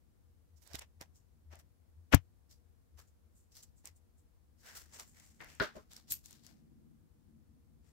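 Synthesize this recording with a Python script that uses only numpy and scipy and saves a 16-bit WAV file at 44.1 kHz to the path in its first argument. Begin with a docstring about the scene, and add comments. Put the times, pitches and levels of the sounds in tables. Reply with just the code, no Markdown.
"""In a quiet room, close to a two-port microphone, a small potted tree is turned by hand.
Leaves and hand brush past as clumped, filtered noise; leaf edges and thorns tick as millisecond bursts.
A twig strikes and scrapes the left port, shaking the microphone body, and a tool knocks on the table,
ringing its modes. The latch of pruning shears snaps open with a thin steel ring of beating sines.
Behind them lie hiss and room tone, a throbbing hum and a passing rumble of resonant noise."""
import sys
import numpy as np
from scipy import signal
from scipy.fft import rfft, irfft
from scipy.io import wavfile
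from scipy.ndimage import uniform_filter1d

SR = 44100
rng = np.random.default_rng(int(sys.argv[2]) if len(sys.argv) > 2 else 0)


def file_out(sig):
    """Save sig as 16-bit WAV at sys.argv[1]."""
    # one column per channel
    cols = np.atleast_2d(sig).T
    # limit, then scale
    lim = np.clip(cols, -1, 1)
    pcm = np.round(lim * 32767).astype(np.int16)
    wavfile.write(sys.argv[1], SR, pcm)


N = 349253


def amp(db):
    """Decibel law: a level in dB becomes an amplitude ratio."""
    return 10 ** (np.asarray(db) / 20)


def evened(x):
    """Power normalization: scales to unit root mean square."""
    return x / np.sqrt(np.mean(x ** 2) + 1e-20)


def smoothed(x, width):
    """Low-pass averaging: two running means in a row leave a slow random drift of unit power."""
    return evened(uniform_filter1d(uniform_filter1d(x, width), width))


def read(points, hz):
    """Logarithmic frequency scale: interpolates (frequency, value) points along it."""
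    f, value = np.transpose(points)
    return np.interp(np.log(hz + 1), np.log(f + 1), value)


def sides(pan_db):
    """Interchannel level difference: left and right gains whose mean power is one."""
    left = amp(pan_db)
    return np.array([left, np.ones_like(left)]) * np.sqrt(2 / (1 + left ** 2))


def add(mix, s, sound):
    """Superposition: adds a two-channel sound from time s on, cut at the end."""
    part = mix[:, round(s * SR):][:, :sound.shape[1]]
    part += sound[:, :part.shape[1]]


def colour(x, points, tilt_db=0, peak_hz=5000, peak_db=0):
    """Spectral filtering: a curve, a tilt in dB per octave about 5 kHz and one broad peak."""
    hz = np.fft.rfftfreq(x.shape[-1], 1 / SR) + 1
    octaves_off_peak = np.log2(hz / peak_hz)
    peak = peak_db * np.exp(-(octaves_off_peak / 0.37) ** 2)
    gain_db = read(points, hz) + tilt_db * np.log2(hz / 5000) + peak
    return irfft(rfft(x) * amp(gain_db), x.shape[-1])


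def band(x, lo_hz, hi_hz):
    """Band-pass filtering: keeps one frequency range, at unit power."""
    sos = signal.butter(4, [lo_hz, hi_hz], "band", fs=SR, output="sos")
    return evened(signal.sosfilt(sos, x))


def resonate(x, hz, width):
    """Damped resonance: a two-pole resonator of given bandwidth in Hz, at unit power."""
    r = np.exp(-np.pi * width / SR)
    return evened(signal.lfilter([1], [1, -2 * r * np.cos(2 * np.pi * hz / SR), r * r], x))


def rings(modes, seconds, phase=0):
    """Modal superposition: sines that each die by 60 dB in their t60; phase in cycles."""
    hz, db, t60 = np.transpose(modes)[:, :, None]
    t = np.arange(round(seconds * SR)) / SR
    decay = amp(db - 60 * t / t60)
    return (decay * np.sin(2 * np.pi * (hz * t + phase))).sum(0)


def swell(rise, fall):
    """Envelope of growth and decay: a bell-shaped rise, then 20 dB lost per fall time."""
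    t = np.arange(-3 * rise, 3 * fall, 1 / SR)  # the peak comes at three rise times
    return np.where(t < 0, np.exp(-2 * (t / rise) ** 2), amp(-20 * t / fall))


# spectrum of hiss and room tone: (frequency [Hz], relative level [dB per Hz])
AIR_SPECTRUM = [(13, -55.5), (22, -20.5), (80, -5), (95, -9), (115, -20.5), (223, -25), (387, -30),
                (420, -37), (482, -27), (524, -35), (690, -36.5), (2820, -49), (16000, -49.5)]
AIR_DB = -65.5  # overall level
# balance of the two ports: (frequency [Hz], left-right [dB])
AIR_BALANCE = [(60, 5.5), (240, 5), (950, 3.5), (3770, 0.5), (15000, -0.5)]


def air():
    """Uncorrelated noise: microphone hiss and room tone are unrelated in the two ports."""
    hz = np.fft.rfftfreq(N, 1 / SR)
    noise = evened(colour(rng.standard_normal((2, N)), AIR_SPECTRUM))
    return amp(AIR_DB) * irfft(rfft(noise) * sides(read(AIR_BALANCE, hz)), N)


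# swells of low hum: (time of peak [s], level [dB])
HUM_SWELLS = [(.32, -59.5), (0.552, -58), (0.761, -52.5), (1.0, -57), (1.51, -50), (2.0, -52.5),
              (2.969, -56.5), (3.278, -63.5), (3.901, -59.5)]
HUM_HZ, HUM_RISE_S, HUM_FALL_S, HUM_PAN_DB = 78.6, 0.085, .09, 4.5


def hum():
    """Amplitude and frequency modulation: a low sine of wavering pitch throbs in separate swells."""
    out = np.zeros((2, N))
    waver = 1 + 0.054 * smoothed(rng.standard_normal(N), 3000)  # frequency ratio
    shape = swell(HUM_RISE_S, HUM_FALL_S)
    for s, db in HUM_SWELLS:
        start = s - 3 * HUM_RISE_S
        cycles = HUM_HZ * np.cumsum(waver[round(start * SR):][:len(shape)]) / SR
        add(out, start, amp(db) * shape * np.sin(2 * np.pi * cycles) * sides(HUM_PAN_DB)[:, None])
    return out


# resonances of the rumble: (frequency [Hz], width of the first of two resonators [Hz], relative level [dB])
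RUMBLE_RESONANCES = [(158, 26, 0.5), (231, 46, 1.5), (285, 67, -4)]
# course of the rumble before its surges: (time [s], level [dB])
RUMBLE_COURSE = [(4.5, -81), (5.0, -70), (6.3, -70), (6.85, -62.5), (7.92, -71.5)]
SURGE_DB, SURGE_S = 2.5, .06  # rms depth, averaging time


def rumble():
    """Resonance under random excitation: partly shared noise through low resonators passes in surges."""
    noise = rng.standard_normal((3, N))
    ports = noise[:2] + 0.24 * noise[2]
    roar = np.zeros((2, N))
    for hz, width, db in RUMBLE_RESONANCES:
        roar += amp(db) * resonate(resonate(ports, hz, width), hz, 2 * width)
    surge = smoothed(rng.standard_normal(N), round(SURGE_S * SR))
    level_db = np.interp(np.arange(N) / SR, *np.transpose(RUMBLE_COURSE)) + SURGE_DB * surge
    return amp(level_db) * evened(roar) * sides(3.8)[:, None]


# a tool meets the table: (time [s], level [dB], left-right [dB], hardness tilt [dB per octave],
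# hollow ring [dB], strongest frequency [Hz])
TOOL_KNOCKS = [(5.4046, -43, 5, -2.5, -40, 2170), (5.5994, -24.5, 4, 3, -21, 1600),
               (5.606, -25.5, 5, -1.7, -4.5, 1490), (5.617, -32, -16, 1.5, -1.5, 1280),
               (5.752, -55, 3.5, -12, 6.5, 700), (5.764, -49.5, 3, -8, 6.5, 700),
               (5.775, -54, -2.5, -1, -5, 1200)]
# table modes that stand out: (frequency [Hz], relative level [dB], t60 [s])
TABLE_MODES = [(282, -10, 0.098), (422, 7.5, 0.12), (537, 2, 0.039), (620, 11, 0.049), (1044, -1, 0.095),
               (1537, -14.5, 0.11)]
# table modes too dense to tell apart: (frequency [Hz], relative level [dB per Hz])
CLACK_SPECTRUM = [(500, -8), (900, -4.5), (1600, 0), (2300, -9), (3000, -10), (4200, -11), (5300, -17),
                  (6200, -46)]
CLACK_T60 = 0.21  # s


def knocks():
    """Modal density: chatter rings a few separate modes over a noisy clack of dense ones."""
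    out, t = np.zeros((2, N)), np.arange(16384) / SR
    ring = rings(TABLE_MODES, .3)[None]
    for s, db, pan_db, hard_db, hollow_db, peak_hz in TOOL_KNOCKS:
        noise = rng.standard_normal((3, len(t)))
        shared = noise[:2] + .5 * noise[2]
        clack = evened(colour(shared, CLACK_SPECTRUM, hard_db, peak_hz, peak_db=10.0))
        clack *= amp(-60 * t / CLACK_T60) + 0.92 * np.exp(-t / 0.0093)
        chatter = shared * np.exp(-t / 0.016)
        chatter /= np.linalg.norm(chatter[0])
        hollow = signal.fftconvolve(chatter, ring, axes=1)[:, :len(t)]
        add(out, s, amp(db) * (clack + amp(hollow_db) * hollow) / 3 * sides(pan_db)[:, None])
    return out


# pushes on the microphone: (time [s], level [dB], left-right [dB], contact time [s])
PUSHES = [(.744, -38, -10, .002), (1.0125, -46, -5, .002), (1.528, -54, 3, .0012), (1.537, -50, 3, .0008),
          (2.1248, -28, 18, .0006), (2.1369, -12, 38, .0005), (2.1376, -9, 38, .0005),
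          (2.1405, -11, 38, .0018), (2.1441, -10, 38, .0006), (2.1447, -11, 38, .0044),
          (3.845, -55, 1.5, .0012), (5.46, -58, 5, .02), (5.6, -48, 1.5, .003), (6.11, -51, 9, .004)]
# modes of the microphone body: (frequency [Hz], relative level [dB], t60 [s])
BODY_MODES = [(59.09, -16, 0.044), (91, -5, 0.11), (133, -4.5, .08), (281, -3.5, 0.052), (1610, 1, 0.0044),
              (3250, 12, 0.022)]
PRESS_S = .0019  # longer contacts press the capsule in, shorter ones flick it out


def jolts():
    """Impulse response: each push on the capsule is heard directly and shakes the body's modes."""
    out = np.zeros((2, N))
    response = rings(BODY_MODES, .3, phase=.2) * 330 / SR
    response[0] += 1  # the push itself
    for s, db, pan_db, contact in PUSHES:
        push = np.hanning(max(round(contact * SR), 3) + 2)
        direction = np.sign(contact - PRESS_S)
        add(out, s, direction * amp(db) * np.convolve(push, response) * sides(pan_db)[:, None])
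    return out


# spectrum of a tick, snap or scrape: (frequency [Hz], relative level [dB per Hz])
TICK_SPECTRUM = [(300, -40.5), (1500, -9), (4000, -6.5), (7500, -1), (10000, -6.5), (13000, -1.5),
                 (16000, -10.5)]
SCRAPE_S, SCRAPE_DB, SCRAPE_HOLD_S, SCRAPE_FADE_S = 2.1453, -23.5, 0.003, 0.006  # 20 dB per fade time


def scrape():
    """Friction noise: a twig hisses across the left port, holds briefly and fades."""
    out = np.zeros((2, N))
    t = np.arange(0, SCRAPE_HOLD_S + 2 * SCRAPE_FADE_S, 1 / SR)
    hiss = evened(colour(rng.standard_normal((2, len(t))), TICK_SPECTRUM, -0.54))
    fade_db = 20 * np.maximum(t - SCRAPE_HOLD_S, 0) / SCRAPE_FADE_S
    add(out, SCRAPE_S, amp(SCRAPE_DB - fade_db) * hiss * sides(24.)[:, None])
    return out


TICK_S = .0009  # decay time constant
ROOM_DB, ROOM_T60 = -21.5, 0.018  # near reflections: level, t60 in s


def snap(peak_hz):
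    """Impulsive release: a millisecond burst, its peak one, differing by port, and near reflections."""
    noise = rng.standard_normal((3, 4096))
    t = np.arange(noise.shape[1]) / SR
    shared = colour(noise[:2] + 0.57 * noise[2], TICK_SPECTRUM, peak_hz=peak_hz, peak_db=10)
    burst = shared * np.exp(-t / TICK_S) * (1 - np.exp(-t / 0.000083))
    tail = shared * amp(ROOM_DB - 60 * t / ROOM_T60) * (1 - np.exp(-t / 0.003))
    return (burst + tail) / abs(burst).max()


# steel of the shears: (frequency [Hz], level [dB], t60 [s])
STEEL_MODES = [(11840, -31, .1), (11940, -38, .12), (11780, -39, .12), (12290, -46, .1)]
LATCH_S, LATCH_DB = 6.1213, -19


def latch():
    """Beating of close modes: the latch snaps open and the steel rings thinly."""
    out = np.zeros((2, N))
    add(out, LATCH_S, amp(LATCH_DB) * snap(12300))
    left = rings(STEEL_MODES, .25)
    right = amp(-1.5) * rings(STEEL_MODES, .25, phase=0.21)
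    add(out, LATCH_S, np.array([left, right]))
    return out


# leaf edges and thorns: (time [s], level [dB], left-right [dB], strongest frequency [Hz])
LEAF_TICKS = [(0.6757, -40.5, -12, 8460), (0.7342, -36, -5, 4870), (0.7439, -38, -26, 5270),
              (0.7546, -25.5, -3, 3740), (0.7933, -30.5, 1, 7900), (0.821, -46, -9, 5680),
              (1.012, -32.5, -15, 4940), (1.02, -40.5, -17, 2850), (1.5555, -44.5, 5, 8000),
              (1.59, -46, -23, 13600), (2.1249, -27.5, -8, 2628), (3.5534, -45, -1, 4995),
              (3.5682, -41, 6, 4850), (3.6297, -48, 6, 7400), (3.8559, -32, -4.5, 8000),
              (3.8735, -35, -6, 5700), (4.998, -31.5, -5, 6260), (5.1993, -44.5, 11.5, 7550),
              (5.413, -44.5, 5, 2220), (5.445, -44.5, -3, 2010), (5.551, -43, 2, 7200),
              (5.9339, -41, 0, 7300), (5.9653, -35.5, -5, 5080), (6.108, -38, 8, 11800),
              (6.1395, -31.5, 8, 11800), (6.2592, -35.5, 19.5, 6540), (6.3091, -40, 5, 8150),
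              (6.329, -42, 15, 7560), (6.466, -40, 5, 5360)]


def ticks():
    """Stick-slip release: leaf edges and thorns catch and let go, one short burst each."""
    out = np.zeros((2, N))
    for s, db, pan_db, peak_hz in LEAF_TICKS:
        add(out, s, amp(db) * snap(peak_hz) * sides(pan_db)[:, None])
    return out


# leaves and hand brushing past: (time of swell peak [s], level [dB],
# brightness from dull rub to fizz [dB], fall time by 20 dB [s], strongest frequency [Hz])
BRUSH_STROKES = [(0.577, -81.5, 11, .039, 5500), (0.631, -71.5, 2.5, 0.052, 11200),
                 (0.674, -69, -5, 0.049, 4170), (0.721, -67, -11, 0.06, 700),
                 (0.751, -52.5, -6.5, .028, 3700), (0.791, -59.5, 0, .017, 2120),
                 (0.82, -60, -13.5, 0.029, 3000), (1.019, -59, -12, 0.036, 725),
                 (1.165, -79.5, 12, 0.061, 6300), (1.537, -67, -15.5, 0.076, 645),
                 (1.598, -70, 1, 0.019, 11000), (2.136, -38.5, -21, 0.029, 3040),
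                 (2.142, -51, -15, 0.018, 2580), (2.517, -71, 8, .06, 4830), (2.995, -65, -1, 0.056, 1300),
                 (3.086, -90, 16, 0.043, 7000), (3.38, -86.5, 23.5, 0.095, 7900),
                 (3.527, -76, 7, .033, 5370), (3.574, -66.5, 5, 0.085, 4930),
                 (3.634, -66.5, 12, 0.021, 7300), (3.784, -87.5, 20, 0.066, 7460),
                 (3.856, -69.5, -4, 0.043, 900), (3.873, -64, 0, 0.039, 2200),
                 (3.967, -84.5, 23, 0.032, 8500), (4.19, -90.5, 20.5, 0.053, 8150),
                 (4.61, -82, 10, .1, 5000), (4.692, -61.5, -5.5, 0.18, 1680), (4.772, -57, 8, 0.07, 1400),
                 (4.955, -61.5, -3, .11, 7300), (5.004, -57.5, -2, 0.048, 1180),
                 (5.097, -87.5, 28, 0.097, 7900), (5.19, -70.5, -2.5, 0.16, 2050),
                 (5.274, -79, 6, 0.22, 7600), (5.43, -66.5, -20, 0.079, 1900),
                 (5.511, -67, -4.5, 0.15, 2500), (5.629, -50, -17, 0.064, 3740),
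                 (5.772, -68.5, -8, 0.083, 1200), (5.93, -66, 0.5, 0.08, 3920),
                 (5.973, -71, -2, 0.085, 4480), (6.09, -69, 3, 0.036, 4200),
                 (6.114, -50.5, 23.5, 0.028, 4200), (6.138, -58.5, 13.5, 0.067, 2400),
                 (6.26, -68.5, 10, 0.061, 4190), (6.327, -69.5, 0, 0.14, 3800), (6.461, -72.5, 4, .1, 4670),
                 (6.502, -82.5, -13, 0.16, 650), (7.888, -82.5, -6, 0.19, 8700)]
# spectrum of leaf slips: (frequency [Hz], relative level [dB per Hz])
LEAF_SPECTRUM = [(1650, -35.5), (2800, -13.5), (3150, -12.5), (5520, -6.5), (7120, -3), (9400, -14.5),
                 (10600, -13), (14800, -12), (16000, -14)]
# spectrum of the dull rub: (frequency [Hz], relative level [dB per Hz])
RUB_SPECTRUM = [(350, -4.5), (700, -2), (1200, -4), (2000, -2), (2800, -4)]
# where the brushing is: (time [s], left-right [dB])
BRUSH_PLACE = [(.58, -18), (.8, 0.5), (1.998, 3), (2.13, 15), (2.2, 1), (3.701, 0.5), (4.0, 2), (6.201, 2),
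               (6.549, 8)]
RISE_S, RISE_SHARE = 0.0045, 0.33  # a brush rises in this time plus this share of its fall time
FIZZ_DB, RUB_DB, FIZZ_SHARE = 1.5, -2, 0.45  # brightness lifts fizz by this share, lowers rub by the rest
BRUSH_PEAK_DB = 6  # how far the strongest pitch of a brush stands out


def brushes():
    """Friction as many small slips: slips of uneven size, in clumps, fill one swell per brush."""
    clumps = amp(2.0 * evened(uniform_filter1d(rng.standard_normal(N), size=180)))
    slips = rng.standard_normal((2, N)) * amp(1.5 * rng.exponential(1, N)) * clumps
    leaf = colour(slips, LEAF_SPECTRUM)
    swish = band(leaf, 2600, 6000)
    fizz = band(leaf, 7100, 16500)
    rub = band(colour(slips, RUB_SPECTRUM), 300, 2400)
    out = np.zeros((2, N))
    for s, db, bright_db, length, peak_hz in BRUSH_STROKES:
        rise = RISE_S + RISE_SHARE * length
        shape, start = amp(db) * swell(rise, length), s - 3 * rise
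        first = round(start * SR)
        span = np.s_[:, first:first + len(shape)]
        mix = swish[span] + amp(FIZZ_DB + FIZZ_SHARE * bright_db) * fizz[span]
        mix += amp(RUB_DB - (1 - FIZZ_SHARE) * bright_db) * rub[span]
        mix = colour(mix, [(1, 0.00054)], peak_hz=peak_hz, peak_db=BRUSH_PEAK_DB)  # all but flat below the peak
        add(out, start, mix * shape[:mix.shape[1]])
    return out * sides(np.interp(np.arange(N) / SR, *np.transpose(BRUSH_PLACE)))


def scene():
    """Linear superposition: the sound pressures of all sources add."""
    background = air() + hum() + rumble()
    return background + knocks() + jolts() + scrape() + latch() + ticks() + brushes()


EDGE_HZ = 15800  # upper band limit


def record(dry):
    """Transducer bandwidth: bass roll-off of the small capsules, then the band limit."""
    thin = signal.sosfilt(signal.butter(2, 38, "high", fs=SR, output="sos"), dry)
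    low_pass = signal.firwin(511, EDGE_HZ, window=("kaiser", 9), fs=SR)
    return signal.oaconvolve(thin, low_pass[None], "same")


dry = scene()
out = record(dry)
file_out(out)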